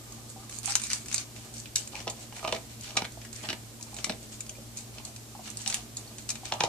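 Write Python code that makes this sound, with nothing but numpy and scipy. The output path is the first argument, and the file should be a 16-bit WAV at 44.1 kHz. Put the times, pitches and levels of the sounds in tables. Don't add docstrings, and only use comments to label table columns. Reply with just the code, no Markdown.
import sys
import numpy as np
from scipy import signal
from scipy.fft import rfft, irfft, next_fast_len
from scipy.io import wavfile
from scipy.ndimage import map_coordinates

SR = 44100
rng = np.random.default_rng(int(sys.argv[2]) if len(sys.argv) > 2 else 0)


def pcm_store(signal):
    levels = np.round(np.clip(np.atleast_2d(signal), -1, 1) * 32767)
    wavfile.write(sys.argv[1], SR, levels.astype(np.int16).T)


N = 294588

# f/Hz, likeness/1 (1 = identical)
LIKENESS = [(60, 0.56), (180, 0.84), (550, 0.55), (1650, -0.045), (4970, 0.11), (15000, -0.12)]
# t/s, pellet level/dB, treble re pellet/dB,
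# mouth re pellet/dB, jaw thud re pellet/dB
TOOTH_BITES = [(1.3623, -37.5, -3, -29, -18), (1.656, -34.5, -18, -32, -21), (1.931, -40.5, -15, -4, -27),
               (1.955, -50, -17, -4, -25), (1.963, -41, -5, -17, -23), (1.973, -49, -15, -17, -29),
               (2.002, -33, -10, -11, -9), (2.0698, -33.5, -16, 3.5, -14), (2.0759, -21, -15, -10, -17),
               (2.0848, -39, -12, -4, -20), (2.09, -49, -12, 2, -18), (2.324, -37.5, -4, -15, -24),
               (2.364, -38, 4, -16, -24), (2.392, -38.5, -8, -9, -20), (2.4268, -42, -7, 7, -13),
               (2.4419, -35, -10, 4, -4), (2.447, -27, -8, 0, -19), (2.4742, -26, -6, -4, -21),
               (2.4775, -25.5, -10, -10, -18), (2.4875, -32, -8, -2, -15), (2.491, -35, -7, 0, -16),
               (2.4988, -45, 5, 1, -12), (2.514, -39, -12, -4, -21), (2.534, -48, -10, 2, -8),
               (2.543, -39, -10, 2, -12), (2.559, -34, -10, -8, -12), (2.523, -19.5, -7, -7, -14),
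               (2.547, -29.5, -3, -28, -7), (2.5628, -30.5, -11, -20, -22), (2.6937, -46, -9, -21, -11),
               (2.905, -34, -11, -16, -19), (2.954, -39, -17, 7, -2), (2.9671, -19, -3, -11.5, -20),
               (2.9694, -16, -8, -14, -26), (2.9707, -17.5, -5, -18, -27), (2.981, -31, -6, -6, -32),
               (2.9855, -34, -10, -4, -29), (3.019, -25.5, -7.5, -7, -9.5), (3.0435, -33, -8, -10, -31),
               (3.049, -29, -8, -19, -27), (3.4344, -36, 3, -3, -12), (3.487, -23, -11, -23, -14.5),
               (3.4955, -25.5, -10, -20, -17), (3.5011, -24.5, -10, -10.5, -14.5),
               (3.5277, -26.5, -4.5, -16, -12), (3.9647, -36, 4, -15, -13), (3.985, -31.5, -8, -19, -14),
               (4.0655, -38.5, -3, -1, 1), (4.0939, -22.5, -11, -12, -9.5), (4.0985, -24.5, -8, -21, -19),
               (4.1115, -46, -15, -17, -14), (4.12, -30.5, -12, -15, -22), (6.469, -36, -12, -9, -17),
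               (6.489, -42, -12, -12, -26), (6.536, -29, -1, -17, -18), (6.556, -47, -8, 7, -14),
               (6.617, -47, -8, 0, -18), (6.662, -46, -14, 5, -9), (6.67, -47, -10, 7, -12),
               (4.982, -36, -16, -26, -24), (6.5205, -19, -9, -4, -15.5), (6.5817, -45, -9.5, 5, -7),
               (6.6038, -14.5, -11, -9.5, -18), (6.6353, -16, -5, -3.5, -18), (6.6462, -29, -9, -9, -16)]
REST_DB = (-58, -61, -65)


def amp(db):
    return 10 ** (np.asarray(db) / 20)


def unit(x):
    return x / np.sqrt(np.mean(x ** 2) + 1e-20)


def along(points, hz):
    f, v = np.transpose(points)
    return np.interp(np.log(hz + 1), np.log(f + 1), v)


def wobble(rate):
    knots = rng.standard_normal(int(N * rate / SR) + 4)
    return map_coordinates(knots, [np.arange(N) * rate / SR])


def filtered(x, response):
    m = next_fast_len(N + SR // 2)
    spectrum = rfft(x, m) * response(np.fft.rfftfreq(m, 1 / SR))
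    return irfft(spectrum, m)[..., :N]


def low_pass(edge_hz, damping=1.3):
    return lambda hz: 1 / (1 + 1j * damping * hz / edge_hz - (hz / edge_hz) ** 2)


def high_pass(edge_hz):
    return lambda hz: -(hz / edge_hz) ** 2 * low_pass(edge_hz)(hz)


def body(x, modes, tilt_db=0, uneven_db=0):
    def resonance(k, centre_hz, width_hz, db):
        sign = (-1) ** k
        return lambda f: sign * amp(db) * 1j * f * width_hz / (centre_hz ** 2 - f * f + 1j * f * width_hz)

    rings = [resonance(k, *mode) for k, mode in enumerate(modes)]
    middle_octave = np.mean(np.log2(np.transpose(modes)[0]))
    grid_hz = np.linspace(0, SR / 2, num=4000)
    power = np.mean(np.abs(sum(ring(grid_hz) for ring in rings)) ** 2)
    total = 0
    for mode, ring in zip(modes, rings):
        octaves = np.log2(mode[0]) - middle_octave
        drive = amp(tilt_db * octaves + uneven_db * wobble(40))
        total = total + filtered(x * drive, ring)
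    return total / np.sqrt(power)


def grit(length, rate, spread_db):
    chance, size = rng.random(length), rng.standard_normal((2, length))
    return unit((chance < rate / SR) * amp(spread_db * size[0]) * np.sign(size[1]))


def swell(start, hold, attack, t60):
    t = np.arange(N) / SR - start
    rise = np.clip(t / attack, 0, 1) ** 2
    return rise * amp(-120 * np.maximum(t - hold, 0) / t60)


def air():
    # f/Hz, relative density/dB per Hz
    rush = [(13, -34), (22, -14), (64, -8.5), (114, -8), (138, -3.5), (168, -13), (227, -9.5), (502, -13.5),
            (625, -14), (997, -20), (2270, -21.5), (7810, -17), (10300, -22), (13900, -23), (15500, -29.5)]

    def mid_side(hz):
        turn = np.arccos(np.clip(along(LIKENESS, hz), -1, 1)) / 2
        return amp(along(rush, hz)) * [np.cos(turn), np.sin(turn)]

    mid, side = filtered(rng.standard_normal((2, N)), mid_side)
    stereo = unit(np.array([mid + side, mid - side]))
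    return amp(-49 + 0.18 * wobble(2.76)) * stereo * amp([[-.4], [.4]])


def hum():
    # f/Hz, mean rms level/dB
    motor = [(59.5, -66.5), (115.5, -51.5), (120, -70), (231, -61), (300, -64)]
    # f/Hz, width/Hz, relative level/dB
    casing = [(54.7, 9.5, -1), (111.2, 4.5, 3), (220.1, 9.1, 3), (373, 39, -10)]
    t = np.arange(N) / SR
    tones = 0
    for hz, db in motor:
        level = np.sqrt(2) * amp(db + 0.31 * wobble(2.3))
        tones = tones + level * np.sin(2 * np.pi * hz * t + 0.85 * wobble(1.375))
    shake = rng.standard_normal((3, N))
    rumble = body(shake[0] + 0.5 * shake[1:], casing)
    return tones + amp(-53.5) * unit(rumble)


def room(x):
    # f/Hz, t60/s
    decay = [(300, 0.24), (2000, 0.17), (8000, 0.11), (14000, 0.2)]
    out, step = np.zeros((2, N + SR)), SR // 4
    for start in range(0, N, step):
        hz, t, z = signal.stft(rng.standard_normal((3, SR // 3)), SR, nperseg=256)
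        shared = np.sqrt(np.clip(along(LIKENESS, hz), 0, 1))[:, None]
        z = shared * z[0] + np.sqrt(1 - shared ** 2) * z[1:]
        z = z * amp(-60 * t / along(decay, hz)[:, None])
        z = z * np.minimum(0.93 + t / 0.021, 1)
        tail = signal.istft(z, SR, nperseg=256)[1]
        echo = signal.fftconvolve(x[:, start:start + step], tail / np.linalg.norm(tail[0]), axes=1)
        out[:, start + 120:][:, :echo.shape[1]] += echo
    return out[:, :N]


def activity():
    # start t/s, hold/s,
    # pellets on steel level/dB, pellets on pellets re steel/dB, lips re steel/dB
    pushes = [(0.117, 0.055, -49, -9, -13), (0.274, 0.029, -43.5, -38, -31),
              (0.488, 0.081, -40.5, -11, -26), (0.623, 0.092, -31, -5.5, -21), (0.785, 0.083, -38, -8, -30),
              (0.889, 0.055, -32, -6, -25), (1.054, 0.15, -38.5, -4, -17.5), (1.35, 0.02, -47.5, -0.5, -27),
              (1.432, 0.021, -50, 2.5, -12), (1.525, 0.055, -39.5, -8, -30), (1.758, 0.029, -34, -8, -24),
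              (1.904, 0.1, -45, 3, -8), (2.182, 0.052, -48.5, -2, -18), (2.324, 0.075, -45.5, -0.5, -11),
              (2.686, 0.035, -50, 2.5, -15), (2.79, 0.11, -45.5, 3, -21), (3.2, 0.032, -55, 2, -11),
              (3.325, 0.076, -46, -1.5, -30), (3.41, 0.034, -44, 3, -8), (3.81, 0.099, -53, -1.5, -11),
              (3.94, 0.068, -41.5, -5, -8.5), (4.304, 0.028, -44.5, -3, -26), (4.751, 0.026, -38, -7, -20),
              (4.92, 0.067, -52.5, 3.5, -4), (5.034, 0.037, -43, -5, -12), (5.422, 0.057, -41.5, 1, -15.5),
              (5.55, 0.14, -40, -3.5, -19), (5.648, 0.12, -39, -2, -12), (5.958, 0.018, -39.5, -3.5, -12),
              (6.172, 0.022, -46, -6, -28), (6.28, 0.028, -38.5, -2, -12), (6.433, 0.036, -44.5, 5.5, -5.5)]
    push_attack_s, push_rise, push_t60_s = 0.011, 0.37, 0.28
    fidget_db = 4
    squeeze_s = 0.015
    grind_db, grind_t60_s = (-31, -14.5), 0.19
    power = amp(REST_DB)[:, None] ** 2 * amp(fidget_db * wobble(12)) ** 2
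    for s, hold, db, pellet_db, lips_db in pushes:
        levels = amp(db + np.array([0, pellet_db, lips_db]))
        power = power + levels[:, None] ** 2 * swell(s, hold, push_attack_s + push_rise * hold, push_t60_s)
    for s, db, treble_db, mouth_db, jaw_db in TOOTH_BITES:
        levels = amp(db + np.array([-np.inf, grind_db[0], grind_db[1] + mouth_db]))
        power = power + levels[:, None] ** 2 * swell(s - squeeze_s, squeeze_s, squeeze_s, grind_t60_s)
    return np.sqrt(power)


def stirring():
    clumps = amp(1.5 * wobble(50))
    contacts = np.array([[unit(clumps * grit(N, rate=1100, spread_db=5.0)) for ear in "LR"]
                         for part in REST_DB])
    contacts[2, 1] = 0.66 * contacts[2, 0] + 0.39 * contacts[2, 1]
    offset = amp([[[-5]], [[-5]], [[0]]])
    return offset * contacts * activity()[:, None]


def pops():
    # t/s, level of the lower sine/dB, f/Hz, t60/s
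    closures = [(0.178, -45, 756, 0.053), (0.361, -38.5, 773, 0.066), (0.678, -30.5, 795, 0.077),
                (1.944, -31, 880, 0.029), (1.969, -44, 876, 0.062), (2.324, -33, 825, 0.026),
                (2.367, -44.5, 813, 0.077), (3.173, -29.5, 680, 0.023), (3.438, -40, 842, 0.1),
                (3.798, -46, 975, 0.049), (3.865, -46, 895, 0.05), (3.93, -35, 810, 0.03),
                (4.51, -43, 607, 0.055), (4.584, -36, 560, 0.029), (4.997, -39, 893, 0.037),
                (5.09, -43, 682, 0.057), (5.351, -26, 835, 0.017), (5.393, -25.5, 740, 0.018),
                (4.552, -35.5, 2400, 0.017), (5.665, -38, 780, 0.12), (6.062, -39, 3830, 0.013),
                (6.075, -32, 4420, 0.018), (6.433, -30, 795, 0.027)]
    out, t = np.zeros(N + SR), np.arange(SR // 8) / SR
    for s, db, hz, t60 in closures:
        ring = np.sin(2 * np.pi * hz * t) + 0.3 * np.sin(2 * np.pi * 1.2 * hz * t)
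        envelope = amp(db - 60 * t / max(t60, .01)) * (1 - np.exp(-t / 0.002))
        out[round(s * SR):][:len(t)] += envelope * ring
    return out[:N]


def cracks():
    # t/s, steel level/dB, pellet re steel/dB, left-right/dB
    clinks = [(0.122, -35, -36, -5), (0.4938, -32, -8, 2), (0.6306, -30, -13, -3), (0.6567, -19.5, -22, -6),
              (0.6958, -23.5, -13.5, -1), (0.675, -28, -18, -1), (0.7, -31, -10, -3), (0.713, -31, -12, 0),
              (0.737, -40, 2, -5), (0.7587, -27, -2, -5), (0.841, -32, -20, -2), (0.88, -40, -13, 0),
              (0.907, -29, -2, 3), (0.797, -25.5, -6, 3), (0.8164, -28.5, -12, -14),
              (0.8363, -21, -12.5, -1), (0.8516, -33, -3, 3), (0.8664, -27, -10, 2), (0.9006, -23, -8, 4),
              (0.915, -26.5, -2, 2), (1.0583, -34, -8, 1), (1.0832, -26.5, -12.5, 2),
              (1.126, -22, -13, 8.5), (1.1592, -24, -22, 10), (1.5386, -32, -29, -3),
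              (1.5798, -35, -20, -7), (1.7554, -17, -10.5, -2), (1.7645, -24.5, -6, -3),
              (1.817, -39, -5, 7), (1.8741, -28, -13, 1.0), (2.1028, -32, -23, 1), (2.809, -33, -16, 3),
              (2.834, -32, -14, 3), (3.1202, -35.5, -23, 0), (3.2158, -44.5, 2, 7),
              (3.2491, -40.5, -0.5, 3), (3.3282, -31, -12, -3), (3.3598, -32, -28, -2), (3.81, -34, -10, 6),
              (3.826, -27.5, -36, 3), (3.942, -32.5, -20, -8), (4.2283, -39, -29, -11),
              (4.405, -27.5, -11, 5), (4.4641, -38, -5, 0), (4.493, -26.5, -12, 4), (4.771, -26, -34, 2),
              (4.8058, -36, -22, 4), (5.05, -26.5, -35, -3), (5.161, -33, -9, 2), (5.475, -33.5, -4, -4),
              (5.501, -30, -20, -14), (5.5703, -24, -28, 0), (5.6155, -29, -25, -2), (5.699, -18.5, -9, 3),
              (5.7249, -33.5, 8, -1), (5.789, -41, -4, 5), (5.9682, -23.5, -31, -1.5),
              (6.1826, -32, -5.5, -1), (6.2896, -19.5, -10.5, 4), (6.302, -17, -13, 2),
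              (6.3536, -32, -3, 2), (6.4534, -29, -1, 4.5)]
    # t/s, steel level/dB, pellet re steel/dB, left-right/dB
    snaps = [(0.5867, -32, -29, -13), (0.932, -16, -12.5, -0.5), (1.1139, -33, -3.5, 1),
             (1.1437, -16, -16.5, -2.5), (1.1799, -20.5, -14, 2.5), (5.6612, -29, -1.5, 9.5),
             (5.6761, -19, -14, -5), (5.743, -19.5, -7, 0), (0.707, -28, -7, -3), (0.7216, -22.5, -10, 9),
             (0.7538, -8.5, -12.5, 2.5), (1.7595, -11, -19, 5), (1.9537, -48, 16, 1), (2.0991, -27, -22, 0),
             (4.0436, -17.5, -6.5, 3)]
    bowl_offset_db = (-1, 1.5)
    bowl_mouth_db = -37
    bite_offset_db = (0, 2.5, 9, 11)
    crumble_scatter = 0.15
    clink_run, snap_run, bite_run = (0.02, 0.001005, 10), (0.018, .0001, 17), (0.019, 0.0017, 13)

    events = []
    for hits, run_settings in ((clinks, clink_run), (snaps, snap_run)):
        for s, db, pellet_db, pan_db in hits:
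            bowl_db = np.add(bowl_offset_db, [0, pellet_db])
            levels_db = db + np.append(bowl_db, [bowl_mouth_db, -np.inf])
            events.append((s, levels_db, pan_db, *run_settings))
    for s, db, treble_db, mouth_db, jaw_db in TOOTH_BITES:
        levels_db = db + np.add(bite_offset_db, [treble_db, 0, mouth_db, jaw_db])
        events.append((s, levels_db, 0, *bite_run))

    blows, t = np.zeros((4, 2, N + SR)), np.arange(SR // 16) / SR
    for s, levels_db, pan_db, typical_t60, attack, main_db in events:
        t60 = np.clip(typical_t60 * np.exp(crumble_scatter * rng.standard_normal()), .004, .1)
        shape = amp(-60 * t / t60) * (1 - np.exp(-t / attack))
        run = grit(len(t), rate=6000, spread_db=5.0) * shape
        run[round(attack * SR)] = amp(main_db)
        run *= np.linalg.norm(shape) / np.linalg.norm(run)
        own = np.array([grit(len(t), rate=7000, spread_db=1.0) for ear in "LR"]) * shape
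        bright = amp([[pan_db / 2], [-pan_db / 2]]) * (run + 0.67 * own)
        dull = run + 0.027 * own
        parts = np.array([bright, bright, dull, dull])
        blows[:, :, round(s * SR):][..., :len(t)] += amp(levels_db)[:, None, None] * parts
    return blows[..., :N]


def meal():
    # f/Hz, width/Hz, relative level/dB
    steel_modes = [(4440, 900, 0), (6090, 770, 4), (6880, 710, 6.5), (8140, 755, 5.5), (8980, 930, -1),
                   (11000, 930, -12), (13000, 1400, -31.5)]
    pellet_modes = [(1440, 1090, -5.5), (2358, 240, 3), (2945, 650, -1.5), (3670, 160, 2), (4114, 450, -1),
                    (5870, 670, -2)]
    mouth_modes = [(482, 56, -0.5), (627.4, 51, 7.5), (780, 140, 4), (1020, 120, 0), (1220, 68, 1.5)]
    jaw_modes = [(172, 153, -2.5), (251, 133, 0), (376, 100, -3.5)]
    # t/s, mouth tilt/dB per octave, pellet tilt/dB per octave
    jaw_motion = [(0.75, 13, -2.5), (1.76, 0, -1), (1.95, 2, -1), (2.08, -2, -1), (2.45, 4, -3.5),
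                  (2.53, -3.5, -3), (2.975, 8, 0.5), (3.03, -3, -5.5), (3.5, -2.5, -4), (3.99, 5, -1),
                  (4.1, -10, -4), (4.5, 0, 1), (5.5, 7, -1), (6.46, 0, 1), (6.6, 6, -2), (6.65, 0.5, 4)]
    # f/Hz, left-right/dB
    shading = [(60, -0.5), (150, -1), (380, 0.5), (950, -2.5), (2380, -3), (5980, 3.5), (15000, -19.5)]
    uneven_db = 1.5

    steel, pellet, mouth, jaw = cracks()
    stir = stirring()
    s, *tilts = np.transpose(jaw_motion)
    mouth_tilt_db, pellet_tilt_db = [np.interp(np.arange(N) / SR, s, tilt) for tilt in tilts]
    crunch = filtered(body(pellet + stir[1], pellet_modes, pellet_tilt_db, uneven_db), high_pass(1400))
    chewing = filtered(body(mouth + stir[2], mouth_modes, mouth_tilt_db, uneven_db), low_pass(1230))
    clang = filtered(body(steel + stir[0], steel_modes, uneven_db=uneven_db), high_pass(2650))
    muzzle = crunch + chewing + body(jaw, jaw_modes) + pops()
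    near = filtered(muzzle, low_pass(6500, damping=1.2)) + clang
    side = np.array([[1], [-1]]) / 2
    delay_s = .00005
    return filtered(near, lambda hz: amp(side * along(shading, hz)) * np.exp(2j * np.pi * hz * side * delay_s))


def scene():
    near = meal()
    return hum() + air() + amp(-4.5) * room(near) + near


def record(dry):
    return filtered(dry, lambda hz: 1 / (1 + (hz / 14600) ** 90))


dry = scene()
out = record(dry)
pcm_store(out)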